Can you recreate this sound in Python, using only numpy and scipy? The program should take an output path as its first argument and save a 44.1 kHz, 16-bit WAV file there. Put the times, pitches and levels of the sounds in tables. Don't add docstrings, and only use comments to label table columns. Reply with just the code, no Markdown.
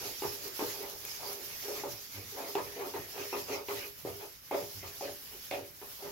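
import sys
import numpy as np
from scipy import signal
from scipy.fft import rfft, irfft, next_fast_len
from scipy.io import wavfile
from scipy.ndimage import uniform_filter1d, map_coordinates

SR = 44100
rng = np.random.default_rng(int(sys.argv[2]) if len(sys.argv) > 2 else 0)


def dump_mix(stems):
    frames = np.atleast_2d(stems).T
    limited = np.clip(frames, -1, 1)
    pcm = np.round(limited * 32767).astype(np.int16)
    wavfile.write(sys.argv[1], SR, pcm)


def level_to_linear(level):
    exponent = np.asarray(level, float) / 20
    return 10 ** exponent


N = 269451

# (frequency [Hz], width [Hz], relative level [dB])
PAN_MODES = [(202, 40, -25.5), (276, 10.6, -13), (311.3, 16.7, -17), (355, 6.4, -6.5), (407.7, 9.5, 1.5),
             (482.4, 14.7, -11.5), (540, 25, -13), (579, 9, -8), (633.4, 16.7, -11.5), (678, 16, -15.5),
             (750.6, 28, -13.5), (796.6, 25, -16.5), (863, 40, -13), (902.5, 38, -13), (985, 36, -13.5),
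             (1073.4, 22.4, -17), (1126, 66, -20), (1224, 23, -15.5), (1272, 54, -19.5), (1345, 123, -21)]
# (frequency [Hz], width [Hz], relative level [dB])
RASP_MODES = [(1486, 220, 2), (2131, 84, 3.5), (2100, 59, 0), (2490, 38, 6.5), (2903, 27, -2),
              (2300, 1040, 8), (4870, 1600, -11)]
# (time [s], fine fizz before its trim [dB], coarse bubbling before its trim [dB])
FRYING = [(0.0, -48, -46.5), (0.34, -48.5, -50.5), (0.36, -51, -52.5), (0.71, -47, -48),
          (1.0, -52.5, -56.5), (1.05, -49.5, -50), (1.07, -49, -47), (1.29, -48, -50), (1.43, -49.5, -53.5),
          (1.75, -47.5, -47.5), (2.09, -55.5, -57), (2.19, -52, -53.5), (3.11, -51, -55),
          (3.22, -49.5, -50.5), (3.4, -48, -51), (3.47, -53.5, -53), (3.54, -49.5, -43), (3.64, -55, -63),
          (3.73, -48.5, -52.5), (3.79, -48.5, -48.5), (3.91, -56, -62), (4.22, -51, -55), (4.41, -60, -65),
          (4.59, -51, -53), (4.68, -54, -56.5), (5.0, -52, -54.5), (5.04, -51, -47), (5.19, -53, -61.5),
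          (5.56, -53, -54.5), (5.72, -57, -65.5), (5.92, -51.5, -58), (6.11, -52.5, -53.5)]
LEFT_RIGHT = np.array([[1], [-1]])


def unit(x):
    return x / np.sqrt(np.mean(x ** 2) + 1e-20)


def along(points, hz):
    f, v = np.transpose(points)
    return np.interp(np.log(hz + 1), np.log(f + 1), v)


def curves(rows):
    s, *cols = np.transpose(rows)
    return [np.interp(np.arange(N) / SR, s, c) for c in cols]


def wobble(rate):
    knots = rng.standard_normal(int(N * 200 / SR) + 4)
    return map_coordinates(knots, [np.arange(N) * min(rate, 200) / SR])


def level_db(power):
    return 10 * np.log10(power)


def swell(s, half):
    return 4.0 ** -(((np.arange(N) / SR - s) / half) ** 2)


def filtered(x, response):
    m = next_fast_len(N + SR // 2)
    return irfft(rfft(x, m) * response(np.fft.rfftfreq(m, 1 / SR)), m)[..., :N]


def modes(table):
    def response(f):
        total = 0
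        for k, (centre, width, db) in enumerate(table):
            damping = 1j * f * width
            total = total + (-1) ** k * level_to_linear(db) * damping / (centre * centre - f * f + damping)
        return total
    return response


def grit(spread_db, patchy_db):
    impulses = rng.standard_normal((2, N)) * level_to_linear(spread_db * rng.standard_normal(N))
    z = signal.stft(impulses, nperseg=512)[2]
    field = uniform_filter1d(rng.standard_normal(z.shape[1:]), size=4, axis=0)
    field = uniform_filter1d(field, size=8, axis=1)
    return unit(signal.istft(z * level_to_linear(patchy_db * unit(field)), nperseg=512)[1][:, :N])


def spread(pair, alike, side):
    def mixing(hz):
        turn = np.arccos(np.clip(along(alike, hz), -1, 1)) / 2
        return np.array([np.cos(turn), np.sin(turn)])
    mid, edge = filtered(pair, mixing)
    return filtered(np.array([mid + edge, mid - edge]), lambda hz: level_to_linear(along(side, hz) / 2 * LEFT_RIGHT))


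def rung(table, db, force):
    shaped, plain = filtered(np.array([force * level_to_linear(db), force]), modes(table))
    return shaped / np.std(plain)


def strokes():
    # (time [s], bowl [dB], lower wall [dB], upper wall [dB], rasp before its trim [dB])
    bites = [(0.222, -36.5, -45.5, -42, -48), (0.591, -34.5, -46, -40.5, -48.5),
             (1.681, -39.5, -46, -53, -61), (1.836, -42, -46.5, -46, -57.5), (2.551, -34.5, -43, -37, -46),
             (2.751, -41, -52, -59, -56), (2.934, -40.5, -45, -45.5, -52.5), (3.179, -42, -52, -50, -47),
             (3.324, -40, -43.5, -42.5, -50), (3.483, -39.5, -46, -49, -53),
             (3.683, -40.5, -45, -42.5, -49), (4.05, -35.5, -45.5, -54, -60), (4.511, -33, -34, -38.5, -50),
             (4.827, -47.5, -52.5, -50.5, -56.5), (5.008, -46, -42, -54, -65),
             (5.509, -35.5, -35.5, -45.5, -44), (5.813, -54, -55.5, -53.5, -63.5),
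             (6.021, -53, -51, -57, -65)]
    # (bowl, lower wall, upper wall, rasp) [dB/s]
    bite_fall = [260, 226, 257, 175]
    bite_hold_s = 0.024
    # (middle [s], half length [s], bowl [dB], lower wall [dB], rasp before its trim [dB])
    drags = [(0.02, 0.038, -42, -57, -54), (0.063, 0.044, -48.5, -54, -64), (0.35, 0.12, -51.5, -62, -62),
             (0.485, 0.064, -52, -61, -63), (0.7, .05, -50, -59, -52.5), (0.822, 0.078, -49, -52, -55.5),
             (0.928, 0.028, -50.5, -58, -70), (1.05, 0.04, -56.5, -61.5, -79),
             (1.239, 0.034, -49, -49.5, -67), (1.302, 0.024, -46.5, -49, -74),
             (1.38, 0.066, -52, -60.5, -81), (1.14, 0.025, -64, -74, -65), (1.52, 0.029, -67, -67, -52.5),
             (1.645, 0.022, -50, -55.5, -55), (1.757, 0.059, -47, -51.5, -52),
             (1.932, 0.067, -60.5, -67, -75), (2.179, 0.036, -50.5, -60.5, -56.5),
             (2.333, 0.018, -45, -67, -69), (2.392, 0.026, -52, -47.5, -65),
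             (2.433, 0.057, -43.5, -46.5, -54), (2.685, 0.099, -51, -59.5, -59.5),
             (2.813, 0.02, -42.5, -46.5, -52.5), (2.858, 0.039, -45.5, -48, -58),
             (3.032, 0.043, -55, -60, -57), (3.157, 0.021, -44.5, -48.5, -53),
             (3.232, 0.018, -43, -50, -54), (3.543, 0.06, -45, -46, -53.5), (3.786, 0.07, -50, -56.5, -47),
             (3.83, .025, -51.5, -65, -61), (4.13, .03, -54, -63, -59), (4.23, 0.027, -46, -50.5, -55),
             (4.603, 0.049, -48, -56, -64), (4.924, 0.024, -61, -66, -71), (5.061, 0.036, -42, -50.5, -51),
             (5.334, 0.025, -51.5, -62, -55.5), (5.584, 0.024, -44.5, -57, -64),
             (6.005, 0.014, -59, -57, -68), (6.06, 0.027, -50, -51, -61)]
    drag_upper_db = -1
    # (bowl, lower wall, upper wall, rasp before its trim)
    # [dB over the bubbling column of FRYING]
    resting = [-21, -34, -20, -8.5]
    t = np.arange(N) / SR
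    bubbling_db = curves(FRYING)[1]
    power = level_to_linear(np.add.outer(resting, bubbling_db)) ** 2
    for s, *db in bites:
        fall = np.outer(bite_fall, np.maximum(t - s - bite_hold_s, 0))
        power = power + (t >= s) * level_to_linear(np.array(db)[:, None] - fall) ** 2
    for s, half, bowl_db, wall_db, rasp_db in drags:
        top_db = [[bowl_db], [wall_db], [wall_db + drag_upper_db], [rasp_db]]
        power = power + level_to_linear(top_db) ** 2 * swell(s, half)
    return level_db(power)


def spatula():
    # (frequency [Hz], correlation)
    pan_alike = [(150, 0.87), (290, 1), (420, 1), (640, 0.59), (1000, 0.18), (3000, 0.073)]
    # (frequency [Hz], left minus right [dB])
    pan_side = [(60, 10), (150, 0.5), (380, -1), (950, 2), (2380, -1.5), (5980, -4), (15000, 23)]

    def force(patchy_db):
        return spread(grit(spread_db=3.5, patchy_db=patchy_db), pan_alike, pan_side)

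    bowl_db, lower_db, upper_db, rasp_db = strokes()
    chatter_db = 1.05 * wobble(40)
    wall_force = force(patchy_db=2.0)
    rub = rung(PAN_MODES[:6], bowl_db + chatter_db, force(patchy_db=3.0))
    rub += rung(PAN_MODES[6:11], lower_db + chatter_db, wall_force)
    rub += rung(PAN_MODES[11:], upper_db + chatter_db, wall_force)
    rasp_db = rasp_db + 2.0 + 0.99 * chatter_db
    return rub + rung(RASP_MODES, rasp_db, force(patchy_db=3.5))


def walls(x):
    # (frequency [Hz], time to fall 60 dB [s])
    decay = [(200, 0.17), (2000, 0.17), (10000, 0.096)]
    hz, t, z = signal.stft(rng.standard_normal((2, SR // 2)), SR, nperseg=256)
    fading = level_to_linear(-60 * t / along(decay, hz)[:, None])
    tail = signal.istft(z * fading, SR, nperseg=256)[1]
    late = np.pad(x, ((0, 0), (200, 0)))
    return signal.fftconvolve(late, tail / np.linalg.norm(tail[0]), axes=1)[:, :N]


def sizzle():
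    # (frequency [Hz], relative level [dB])
    fizz_colour = [(900, -10), (1500, -9.5), (2100, -11.5), (3000, -7), (4000, -9.5), (5500, -8),
                   (8600, -16), (10400, -8.5), (12200, -1), (14000, -6), (15700, -6)]
    # (frequency [Hz], relative level [dB])
    bubbling_colour = [(1500, -46), (3000, -15.5), (5400, -3.5), (6800, -7.5), (8500, -25.5)]
    # (time [s], level before its trim [dB], pitch [Hz])
    spits = [(0.4795, -22.5, 12200), (0.829, -24, 12000), (0.8982, -24, 12100), (1.051, -19, 12200),
             (1.1144, -24, 4970), (1.3306, -21, 12800), (2.156, -34, 12200), (2.5506, -36, 12000),
             (4.5111, -31, 12100), (5.025, -29, 4930), (5.5119, -44, 3850)]
    # (frequency [Hz], left minus right [dB])
    fizz_side = [(1500, -1.5), (3000, 5.5), (5000, -4.5), (7000, 5.5), (9000, 5), (11000, -6.5),
                 (13000, -4.5), (15500, 11)]
    fizz_db, coarse_db = curves(FRYING)
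    surge_db = 1.55 * wobble(25)
    fizz = unit(filtered(grit(spread_db=0.5, patchy_db=2.0), lambda hz: level_to_linear(along(fizz_colour, hz))))
    coarse = unit(filtered(grit(spread_db=3, patchy_db=3.0), lambda hz: level_to_linear(along(bubbling_colour, hz))))
    frying = level_to_linear(fizz_db + 5.0 + surge_db) * fizz + level_to_linear(coarse_db + 2.0 + surge_db) * coarse
    out = np.pad(frying, ((0, 0), (0, SR)))
    t = np.arange(SR // 100) / SR
    bursts = rng.standard_normal((len(spits), 2, len(t)))
    for (s, db, hz), burst in zip(spits, bursts):
        envelope = level_to_linear(db - 7.0 - 60 * t / 0.013)
        out[:, round(s * SR):][:, :len(t)] += envelope * (np.sin(2 * np.pi * hz * t) + 0.4 * burst)
    lean_db = -3.5 + 0.4 * np.arange(N) / SR
    return spread(out[:, :N], [(1000, 0.022)], fizz_side) * level_to_linear(lean_db / 2 * LEFT_RIGHT)


def stove():
    # (frequency [Hz], width [Hz], relative level [dB])
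    stove_modes = [(101, 28, -5), (197, 65, -20)]
    # (middle [s], drone level [dB])
    shoves = [(0.05, -60), (0.28, -53.5), (0.7, -56), (1.07, -60), (1.24, -61), (1.53, -69), (1.88, -54),
              (2.26, -56), (2.65, -58), (3.0, -58), (3.24, -64), (3.38, -59), (3.56, -60), (3.74, -62),
              (4.1, -50), (4.63, -54), (4.86, -52), (5.08, -59), (5.6, -59.5), (6.09, -57)]
    # (start [s], peak [s], end [s], peak level before the channel gains [dB])
    judders = [(2.143, 2.182, 2.243, -47), (4.748, 4.778, 4.82, -49.5)]
    # (multiple of the slip rate, level [dB])
    slip_partials = [(1, 0), (2, -13), (3, -13), (4, -15)]
    shove_half_s, resting_db = 0.056, -72
    slip_hz, judder_edge_db = 100.6, -10
    push_power = level_to_linear(resting_db) ** 2
    for s, db in shoves:
        push_power = push_power + level_to_linear(db) ** 2 * swell(s, shove_half_s)
    force = spread(grit(spread_db=1.0, patchy_db=2.6), [(100, 0.72)], [(100, -3.5)])
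    out = rung(stove_modes, level_db(push_power), force)
    t = np.arange(N) / SR
    for start, peak, end, peak_db in judders:
        db = peak_db + judder_edge_db * np.interp(t, [start, peak, end], [1, 0, 1])
        gain = level_to_linear(db + np.array([[1.5], [4.5]]))
        buzz = 0
        for k, level in slip_partials:
            partial = np.sin(2 * np.pi * k * slip_hz * t)
            buzz = buzz + level_to_linear(level + 1.3 * k * wobble(30)) * partial
        fade = np.clip(np.minimum(t - start, end - t) / 0.0043, 0, 1)
        out = (1 - fade) * out + fade * gain * buzz
    return out


def background():
    # (frequency [Hz], relative level [dB])
    rumble_colour = [(15, -34), (30, -10), (55, 2.5), (75, 0), (150, -4), (250, -7.5), (500, -14),
                     (700, -25), (1400, -19), (2200, -10), (4000, -69)]
    air = filtered(grit(spread_db=2.0, patchy_db=-1.5), lambda hz: level_to_linear(along(rumble_colour, hz)))
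    rumble = unit(spread(air, [(40, 0.21), (150, 0.5), (1000, 0.05)], [(100, -4.0)]))
    return level_to_linear(-63 + 0.44 * wobble(5.5)) * rumble


def knocks():
    # (time [s], knock drive [dB], knock pitch [Hz],
    # tick over the knock before its trim [dB], thump over the knock before its trim [dB])
    blows = [(0.221, -28, 820, -12, -1), (0.251, -27.5, 890, -21, -3.5), (0.592, -32, 890, -23, 2.5),
             (0.624, -31.5, 560, -22, 8), (1.683, -40, 557, -14, 6), (1.836, -27, 820, -26, -4.5),
             (2.553, -21.5, 800, -12, -3.5), (2.584, -37, 980, -4, -4), (2.602, -33.5, 900, -18, -3),
             (2.938, -35, 910, -18, -7), (3.178, -32.5, 810, -9, -19), (3.328, -33, 910, -25, -0.5),
             (3.685, -36, 900, -5, 2.5), (4.05, -33.5, 500, -22, 4.5), (4.511, -23, 813, -35, -9.5),
             (4.546, -32.5, 580, -8, 3), (4.83, -40, 604, -8, -3), (5.009, -30, 786, -24, -8),
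             (5.512, -25.5, 547, -6, -10), (5.537, -30.5, 540, -19, -3.5), (5.815, -47.5, 890, -13, 3),
             (6.024, -41, 795, -13, -2.5)]
    wood, ticks = np.zeros(N + SR), np.zeros((2, N + SR))
    t = np.arange(SR // 20) / SR
    cushion = 1 - np.exp(-t / 0.00086)
    bursts = rng.standard_normal((len(blows), 2, len(t)))
    for (s, db, hz, tick_db, thump_db), burst in zip(blows, bursts):
        start = round(s * SR)
        knock = level_to_linear(db - 60 * t / 0.026) * np.sin(2 * np.pi * hz * t)
        thump = level_to_linear(db + thump_db + 6.0 - 60 * t / 0.022) * np.sin(2 * np.pi * 370 * t)
        wood[start:][:len(t)] += (knock + thump) * cushion
        tick = burst + 0.27 * burst[::-1]
        ticks[:, start:][:, :len(t)] += level_to_linear(db + tick_db + 3.0 - 60 * t / 0.012) * tick
    thock = filtered(wood[:N], lambda hz: (1j * hz / (220 + 1j * hz)) ** 2)
    ring = level_to_linear(0.5) * thock + level_to_linear(11.0) * filtered(thock, modes(PAN_MODES))
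    return ring * level_to_linear([[0.6], [-0.6]]) + filtered(ticks[:, :N], modes(RASP_MODES))


def scene():
    pan = spatula() + knocks()
    return pan + level_to_linear(-8.5) * walls(pan) + sizzle() + stove() + background()


def roll_off(x):
    return signal.sosfilt(signal.butter(12, 17090, fs=SR, output="sos"), x)


def record(dry):
    mix = filtered(dry, lambda hz: hz < 15870)
    return roll_off(mix)


dry = scene()
out = record(dry)
dump_mix(out)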